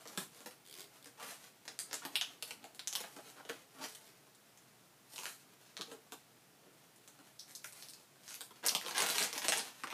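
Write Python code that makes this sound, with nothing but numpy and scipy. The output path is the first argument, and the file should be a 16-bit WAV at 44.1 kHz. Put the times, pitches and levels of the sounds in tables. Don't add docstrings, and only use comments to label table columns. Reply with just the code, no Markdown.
import sys
import numpy as np
from scipy import signal
from scipy.fft import rfft, irfft, next_fast_len
from scipy.io import wavfile
from scipy.ndimage import uniform_filter1d

SR = 44100
rng = np.random.default_rng(int(sys.argv[2]) if len(sys.argv) > 2 else 0)


def ratio(d):
    e = np.asarray(d, float) / 20
    return 10 ** e


def to_wav(sig):
    pcm = np.clip(np.atleast_2d(sig), -1, 1) * 32767
    pcm = np.round(pcm).astype(np.int16)
    wavfile.write(sys.argv[1], SR, pcm.T)


N = 437913
TIME_S = np.arange(N) / SR

# (frequency [Hz], relative density [dB per Hz])
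AIR_SPECTRUM = [(15, -61), (25, -35), (49, -23), (87, -18), (127, -2), (301, -6), (344, -5), (560, -10),
                (677, -6.5), (962, -12), (1440, -12), (14800, -20.5), (16000, -15)]
# (frequency [Hz], mean level [dB rms])
HUM_TONES = [(59.5, -96.5), (119, -86.5), (140, -83)]
# (frequency [Hz], width [Hz], gain [dB])
CARDBOARD_MODES = [(200, 80, -12), (283, 48, 0.5), (460, 58, 3), (612, 68, -6), (837, 280, -9.5),
                   (1026, 35, -11.5), (1350, 116, -14)]
# (frequency [Hz], width [Hz], gain [dB])
FLAP_MODES = [(417, 43, 6.5), (2350, 370, -3), (3520, 1000, 0.5), (4830, 960, -1.5), (8400, 5400, -3.5),
              (13500, 3000, -8)]
# (low edge [Hz], high edge [Hz], shortest snap decay [ms], smooth share of rustle power [0-1],
# room t60 [s], echo gain [dB])
PARTS = [(160, 496, 4.7, 0.68, 0.24, 3.5), (614, 1490, 1.95, 0.49, 0.24, 4),
         (1610, 3400, 0.13, 0.3, 0.27, 2), (3880, 6700, 0.23, 0.35, 0.27, 2.5),
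         (7530, 14240, 0.14, 0.47, 0.26, 5.5)]
# (time [s], slip rate [1/s], relative level [dB])
CREAKS = [
    [(.646, 90, -62), (0.6661, 96, -53), (.683, 87, -52), (0.717, 62, -47.5), (.74, 79, -47.5),
     (.771, 85, -51), (.787, 113, -46.5), (.805, 90, -43), (0.821, 96, -50), (.846, 47, -51),
     (.87, 58, -68)],
    [(1.016, 56, -57), (1.05, 55, -48)],
    [(4.037, 92, -59), (4.07, 88, -58), (4.11, 71, -63)],
]
# (loudest time [s], nominal length [s], dry level [dB rms],
# strongest pitch [Hz], fall below it [dB per octave], fall above it [dB per octave])
RUBS = [(0.01, 0.067, -65, 860, 7, 0.5), (0.117, 0.15, -67.5, 5790, 0, 0),
        (0.202, 0.076, -58.5, 6890, 1, -5), (0.364, 0.13, -68.5, 8190, 2, 2),
        (0.792, 0.088, -64, 6650, 1.5, 11), (0.94, 0.12, -71, 800, 7, 0.5), (1.218, 0.091, -56, 920, 8, 2),
        (1.284, 0.14, -57, 1210, 6.5, 0.5), (1.42, 0.15, -68, 1400, 8, 0.5),
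        (1.691, 0.14, -72, 4000, 0.5, 3), (1.865, 0.16, -71, 6890, 0.5, 10),
        (1.944, 0.11, -59, 5790, 8, 12), (2.05, 0.084, -58.5, 1140, 7, 3.5),
        (2.132, 0.08, -65.5, 6890, 0.5, 5), (2.3, 0.16, -69.5, 3330, 1.5, 3),
        (2.493, 0.1, -64, 6650, 1.5, -1), (2.616, 0.14, -79.5, 2900, -2.5, 6),
        (2.973, 0.18, -55.5, 3100, 5.5, 5), (3.118, 0.21, -70, 3000, 2.5, -0.5),
        (3.275, 0.17, -68, 2120, 2, 0), (3.386, 0.069, -64.5, 1400, 1, 3), (3.51, 0.18, -66.5, 1450, 6, 2),
        (3.765, 0.11, -69.5, 900, 2, 0.5), (3.809, 0.084, -53, 500, 9, 4), (3.836, 0.055, -48, 4280, 3, 6),
        (3.87, 0.19, -65, 6000, 4, 1), (4.05, 0.43, -75, 3440, 2.5, 2.5),
        (5.168, 0.19, -60.5, 7000, 4.5, 1.5), (5.278, 0.16, -65, 7000, 6, 0),
        (5.397, 0.098, -73.5, 3000, 8, 2), (5.69, 0.16, -72.5, 4000, 6, 6), (5.898, 0.14, -73.5, 920, 3, 0),
        (6.66, 0.23, -73, 270, 25, 4), (7.296, 0.25, -86, 800, 11, -1.5), (7.495, 0.082, -69, 2800, 5, -1),
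        (7.66, 0.08, -62, 7380, 13, 0), (7.8, 0.14, -66, 4710, 3, -1.5), (7.997, 0.12, -76, 7130, 1, 3),
        (8.288, 0.16, -62.5, 4240, 7, 2.5), (8.418, 0.11, -69.5, 3440, 9, -3),
        (8.565, 0.084, -68, 4100, 3, 6), (8.662, 0.072, -46, 2040, 5.5, 21),
        (8.869, 0.13, -56, 6000, 1, 13), (8.991, 0.12, -41.5, 1670, 6, 4),
        (9.112, 0.14, -45.5, 3440, 4.5, 3.5), (9.213, 0.15, -42.5, 3570, 4.5, 11),
        (9.36, 0.074, -48.5, 1400, 9, 2), (9.445, 0.065, -48.5, 1910, 5, 2),
        (9.56, 0.08, -45, 4800, 2.5, 5), (9.655, 0.13, -58.5, 3330, 3, 4), (9.78, 0.2, -67, 2440, 4, 2),
        (9.92, 0.14, -53, 1260, 11, 4.5)]
# (time [s], dry level [dB rms over 1 ms], ring of the struck patch [Hz],
# fall below it [dB per octave], fall above it [dB per octave])
SNAPS = [(0.0549, -44.5, 494, 5, 3), (0.0748, -43, 5730, 10, 10), (0.1753, -37, 1660, -0.5, -0.5),
         (0.4055, -54, 6890, 0, 1), (0.4597, -45, 300, 4, 0), (0.51, -53, 1910, 4, 1),
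         (1.0583, -50.5, 8480, 1, 9), (1.073, -58, 3500, 7, 0), (1.654, -55, 2010, 4, 0.5),
         (1.6793, -37, 4300, 5, 10), (1.7903, -35, 5000, 7, -1), (1.9117, -44.5, 5790, 2, 25),
         (1.9299, -35.5, 5840, 2.5, 4), (1.942, -36.5, 7910, 4, 6), (2.02, -44, 1450, 7, 17),
         (2.0513, -39, 915, 1.5, 0.5), (2.1558, -22, 2730, 14.5, 6.5), (2.2123, -23, 3080, 11.5, 11),
         (2.4246, -35.5, 2970, 7, 1.5), (2.477, -50, 6430, 6, 0), (2.508, -36.5, 2900, 7, 6),
         (2.6293, -59, 4100, -1, 13), (2.6418, -44, 776, 20, 2.5), (2.7478, -53, 8780, 3, 2),
         (2.7936, -36, 3630, 8.5, 9), (2.8738, -29, 5500, 9.5, 9.5), (2.9278, -34.5, 6000, 5.5, 9),
         (2.953, -29.5, 3000, 7.5, 2), (3.0051, -48, 1980, -0.5, -2.5), (3.0388, -39.5, 1350, 6, 6),
         (3.1645, -47, 360, 1, 1.5), (3.1873, -44.5, 710, 21, 6), (3.285, -62, 756, 0, 14),
         (3.3999, -45.5, 740, 20, 6), (3.451, -51, 3230, 0.5, 7), (3.4912, -42.5, 470, -1, 1.5),
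         (3.4962, -37.5, 2500, 1, 5.5), (3.9495, -52.5, 3080, 8, -2.5), (4.349, -65, 3500, 10, -3),
         (4.5747, -54.5, 6210, 5, 7), (5.1355, -53, 9090, 1, 0), (5.1603, -42, 4230, 7, 6),
         (5.1806, -38, 2660, 5.5, 6), (5.1882, -43, 6000, 2.5, 6), (5.2235, -46, 1200, 15, 9),
         (5.2341, -43.5, 1050, 14, 0), (5.2557, -34.5, 2000, 6.5, 3.5), (5.2616, -55, 1800, 8, 7),
         (5.768, -36, 4000, 7.5, 12), (5.7907, -45, 300, 1, 2.5), (5.811, -33, 4100, 5.5, 11),
         (5.878, -49, 300, 14, 10), (5.915, -42.5, 273, 2, 2), (6.1217, -46, 850, -0.5, 0),
         (6.96, -60.5, 9740, 4, 0), (7.077, -52.5, 6600, 2, 1), (7.1896, -55, 686, 1, 2),
         (7.3921, -50, 5250, 14, 7), (7.3955, -38, 5540, 20, 15), (7.5508, -44, 5120, 14, 4),
         (7.553, -40.5, 5400, 17, 6), (7.6439, -39.5, 1550, 13.5, 2), (7.7246, -50.5, 8190, 3.5, -3),
         (7.8244, -42.5, 4540, 8.5, 6), (7.886, -44.5, 4700, 14, 5), (7.8987, -49, 8160, 10, 0),
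         (7.9352, -45.5, 4700, 11, 7), (8.2794, -42.5, 6000, 5.5, 18), (8.2918, -49, 4390, 12, 0),
         (8.307, -48.5, 1440, 8, 0.5), (8.328, -42, 6430, 14, 25), (8.3426, -44.5, 2580, 12, -1),
         (8.408, -44.5, 1380, 8, -1), (8.508, -53, 1020, 0, 2.5), (8.629, -48, 590, 3, 3),
         (8.64, -35, 585, 9, 3.5), (8.654, -35, 4870, 15, 8), (8.6639, -24.5, 8700, 6, 1),
         (8.6845, -21, 5300, 16, 12), (8.6936, -30, 2800, 14, 21), (8.717, -39, 1030, 4, 17),
         (8.7498, -25, 3400, 4.5, 5), (8.8131, -40, 2050, 8, 3), (8.863, -37, 3210, 2, 5),
         (8.883, -37, 970, 10.5, 1.5), (8.91, -36.5, 3820, 4, 6.5), (8.9475, -41, 3690, 5, 5),
         (8.9582, -36.5, 5790, 4, 23), (8.9803, -28, 4100, 6.5, 2), (9.0034, -28, 2400, 4, 2),
         (9.021, -29.5, 3800, 2.5, 2), (9.0632, -31, 1720, 6.5, 1.5), (9.0879, -34.5, 1470, 5, 0),
         (9.1006, -32.5, 4000, 2.5, 0.5), (9.1595, -37.5, 3210, 2, 0), (9.1825, -25, 2900, 8.5, 3),
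         (9.2057, -37.5, 8400, 0.5, -14), (9.227, -27, 5600, 13, 5), (9.2376, -34, 7640, 3, 2),
         (9.3289, -35, 5400, 3.5, 7), (9.3588, -42, 4100, 1.5, 18), (9.379, -33.5, 5170, 4, 4),
         (9.4191, -36, 1400, 16, 4), (9.4485, -38, 650, 5, 0.5), (9.4834, -24.5, 4600, 3.5, 2.5),
         (9.4949, -37, 2900, 8, 12), (9.5218, -23.5, 1940, 8.5, 4), (9.574, -33, 8700, 6, -3),
         (9.5938, -33, 4700, 3.5, 16), (9.8359, -31, 1350, 6.5, 6), (9.872, -39, 2100, 5, 7),
         (9.9032, -40, 2370, 20.5, 5), (9.9258, -37.5, 1220, 2, 7)]

AIR_DB = -64.5
STILL_S = 0.11
WALL_MS, SWELL_MS, DENSE_MS = 0.38, 2.2, 24.0
NEAR_DB, NEAR_MS = 3.5, 9.1
GRAINS_PER_S, GRAIN_SCATTER_DB, CLUMP_DB = 300, 5, 3.5
STIR_DB = -83
RUB_RISE, RUB_FALL = 0.62, 0.81
PATCH_Q, PATCH_DB = 3.1, 3.5
TEAR_CYCLES = 1


def unit(x):
    return x / np.sqrt(np.mean(x ** 2))


def band(x, low_hz, high_hz, order=2):
    return signal.sosfilt(signal.butter(order, [low_hz, high_hz], "band", fs=SR, output="sos"), x)


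def walk(rate_hz):
    hold = int(SR / rate_hz)
    steps = np.repeat(rng.standard_normal(N // hold + 1), hold)
    return 1.07 * uniform_filter1d(uniform_filter1d(steps, hold), hold)[:N]


def ring(x, modes):
    return sum(ratio(db) * signal.lfilter(*signal.iirpeak(hz, hz / width_hz, fs=SR), x)
               for hz, width_hz, db in modes)


def share_db(part, level_db, hz, below, above):
    octaves = np.log2(np.sqrt(PARTS[part][0] * PARTS[part][1]) / hz)
    return level_db - np.where(octaves < 0, -below, above) * octaves


def shake(x, part):
    x = signal.lfilter([1], [1, -0.28], x + ring(x, CARDBOARD_MODES))
    return band(x, *PARTS[part][:2], order=3)


def air():
    hz, db = np.transpose(AIR_SPECTRUM)
    size = next_fast_len(N)
    bins_hz = np.fft.rfftfreq(size, 1 / SR)
    colour = ratio(np.interp(np.log(bins_hz + 1), np.log(hz), db))
    hiss = unit(irfft(rfft(rng.standard_normal(size)) * colour, size)[:N])
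    hiss = hiss * ratio(AIR_DB + 0.44 * walk(4.33))
    hum = sum(np.sqrt(2) * ratio(db + 0.74 * walk(2.6)) * np.sin(2 * np.pi * hz * TIME_S)
              for hz, db in HUM_TONES)
    return hiss + hum


def reflections():
    t_ms = np.arange(SR // 3) / SR * 1000
    shape = (-(-N // int(STILL_S * SR)), len(t_ms))
    density = np.clip((t_ms / DENSE_MS) ** 2, 0.05, 1)
    swell = 1 - np.exp(-np.maximum(t_ms - WALL_MS, 0) / SWELL_MS)
    swell = swell * (1 + ratio(NEAR_DB) * np.exp(-t_ms / NEAR_MS))
    hits = (rng.random(shape) < density) * rng.standard_normal(shape)
    return swell * hits / np.sqrt(density)


def room(x, pattern, t60_s, echo_db):
    echoes = pattern * np.exp(-np.log(1000) * np.arange(pattern.shape[1]) / SR / t60_s)
    echoes = echoes / np.sqrt(np.sum(echoes ** 2, axis=1, keepdims=True))
    step = int(STILL_S * SR)
    pieces = np.pad(x, (0, -N % step)).reshape(-1, step)
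    out = np.zeros(N + step + pattern.shape[1])
    for k, piece in enumerate(signal.fftconvolve(pieces, echoes, axes=1)):
        out[k * step:k * step + len(piece)] += piece
    return x + ratio(echo_db) * out[:N]


def creak():
    slips = np.zeros(N)
    for rows in CREAKS:
        s, rate, level_db = np.transpose(rows)
        phase = np.cumsum(np.interp(TIME_S, s, rate, 0, 0)) / SR + 0.4
        slips += np.diff(np.floor(phase), prepend=0) * ratio(np.interp(TIME_S, s, level_db))
    decay = signal.lfilter([1], [1, -np.exp(-1 / (0.0022 * SR))], slips)
    scrape = decay * np.sign(rng.standard_normal(N))
    return ratio(18.0) * ring(slips + 0.22 * scrape, FLAP_MODES)


def crackle():
    scatter = np.clip(rng.standard_normal(N), -2, 2)
    sizes = ratio(GRAIN_SCATTER_DB * scatter + CLUMP_DB * walk(40))
    hits = rng.random(N) < GRAINS_PER_S / SR
    return unit(hits * sizes * np.sign(rng.standard_normal(N)))


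def handling(grains, part):
    smooth = PARTS[part][3]
    power = np.full(N, ratio(2.0 * STIR_DB))
    for s, length_s, *colour in RUBS:
        rise_s, fall_s = length_s * RUB_RISE, length_s * RUB_FALL
        span = slice(max(int((s - rise_s) * SR), 0), int((s + fall_s) * SR))
        away = (TIME_S[span] - s) / np.where(TIME_S[span] < s, rise_s, fall_s)
        power[span] += ratio(2 * share_db(part, *colour)) * np.cos(np.pi / 2 * away) ** 4
    rustle = np.sqrt(smooth) * rng.standard_normal(N) + np.sqrt(1 - smooth) * grains
    return np.sqrt(power) * unit(shake(rustle, part))


def snaps(chance, part):
    size = chance.shape[1]
    decay_s = PARTS[part][2] / 1000 + TEAR_CYCLES / np.array(SNAPS)[:, 2:3]
    bursts = chance * np.exp(-np.arange(size) / (SR * decay_s))
    bursts = np.array([burst + ring(burst, [(row[2], row[2] / PATCH_Q, PATCH_DB)])
                       for row, burst in zip(SNAPS, bursts)])
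    bursts = shake(bursts, part)
    bursts = bursts * np.sqrt(SR / 1000 / np.sum(bursts ** 2, axis=1, keepdims=True))
    out = np.zeros(N + size)
    for row, burst in zip(SNAPS, bursts):
        start = int(row[0] * SR)
        out[start:start + size] += ratio(share_db(part, *row[1:])) * burst
    return out[:N]


def scene():
    chance = rng.standard_normal((len(SNAPS), 2048))
    chance[:, 0] = 4.43 * np.sign(chance[:, 0])
    grains = crackle()
    pattern = reflections()
    parts = sum(room(snaps(chance, k) + handling(grains, k), pattern, *PARTS[k][4:])
                for k in range(len(PARTS)))
    flap = room(creak(), pattern, 0.27, -3.0)
    near = band(parts + flap, 122, 14000)
    return (near + air())[None]


def roll_off(x):
    return signal.sosfilt(signal.butter(12, 16490, fs=SR, output="sos"), x)


def record(dry):
    top_hz = 15100
    low_pass = signal.ellip(6, 0.3, 30, top_hz, fs=SR, output="sos")
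    mix = signal.sosfilt(low_pass, dry)
    return roll_off(mix)


dry = scene()
out = record(dry)
to_wav(out)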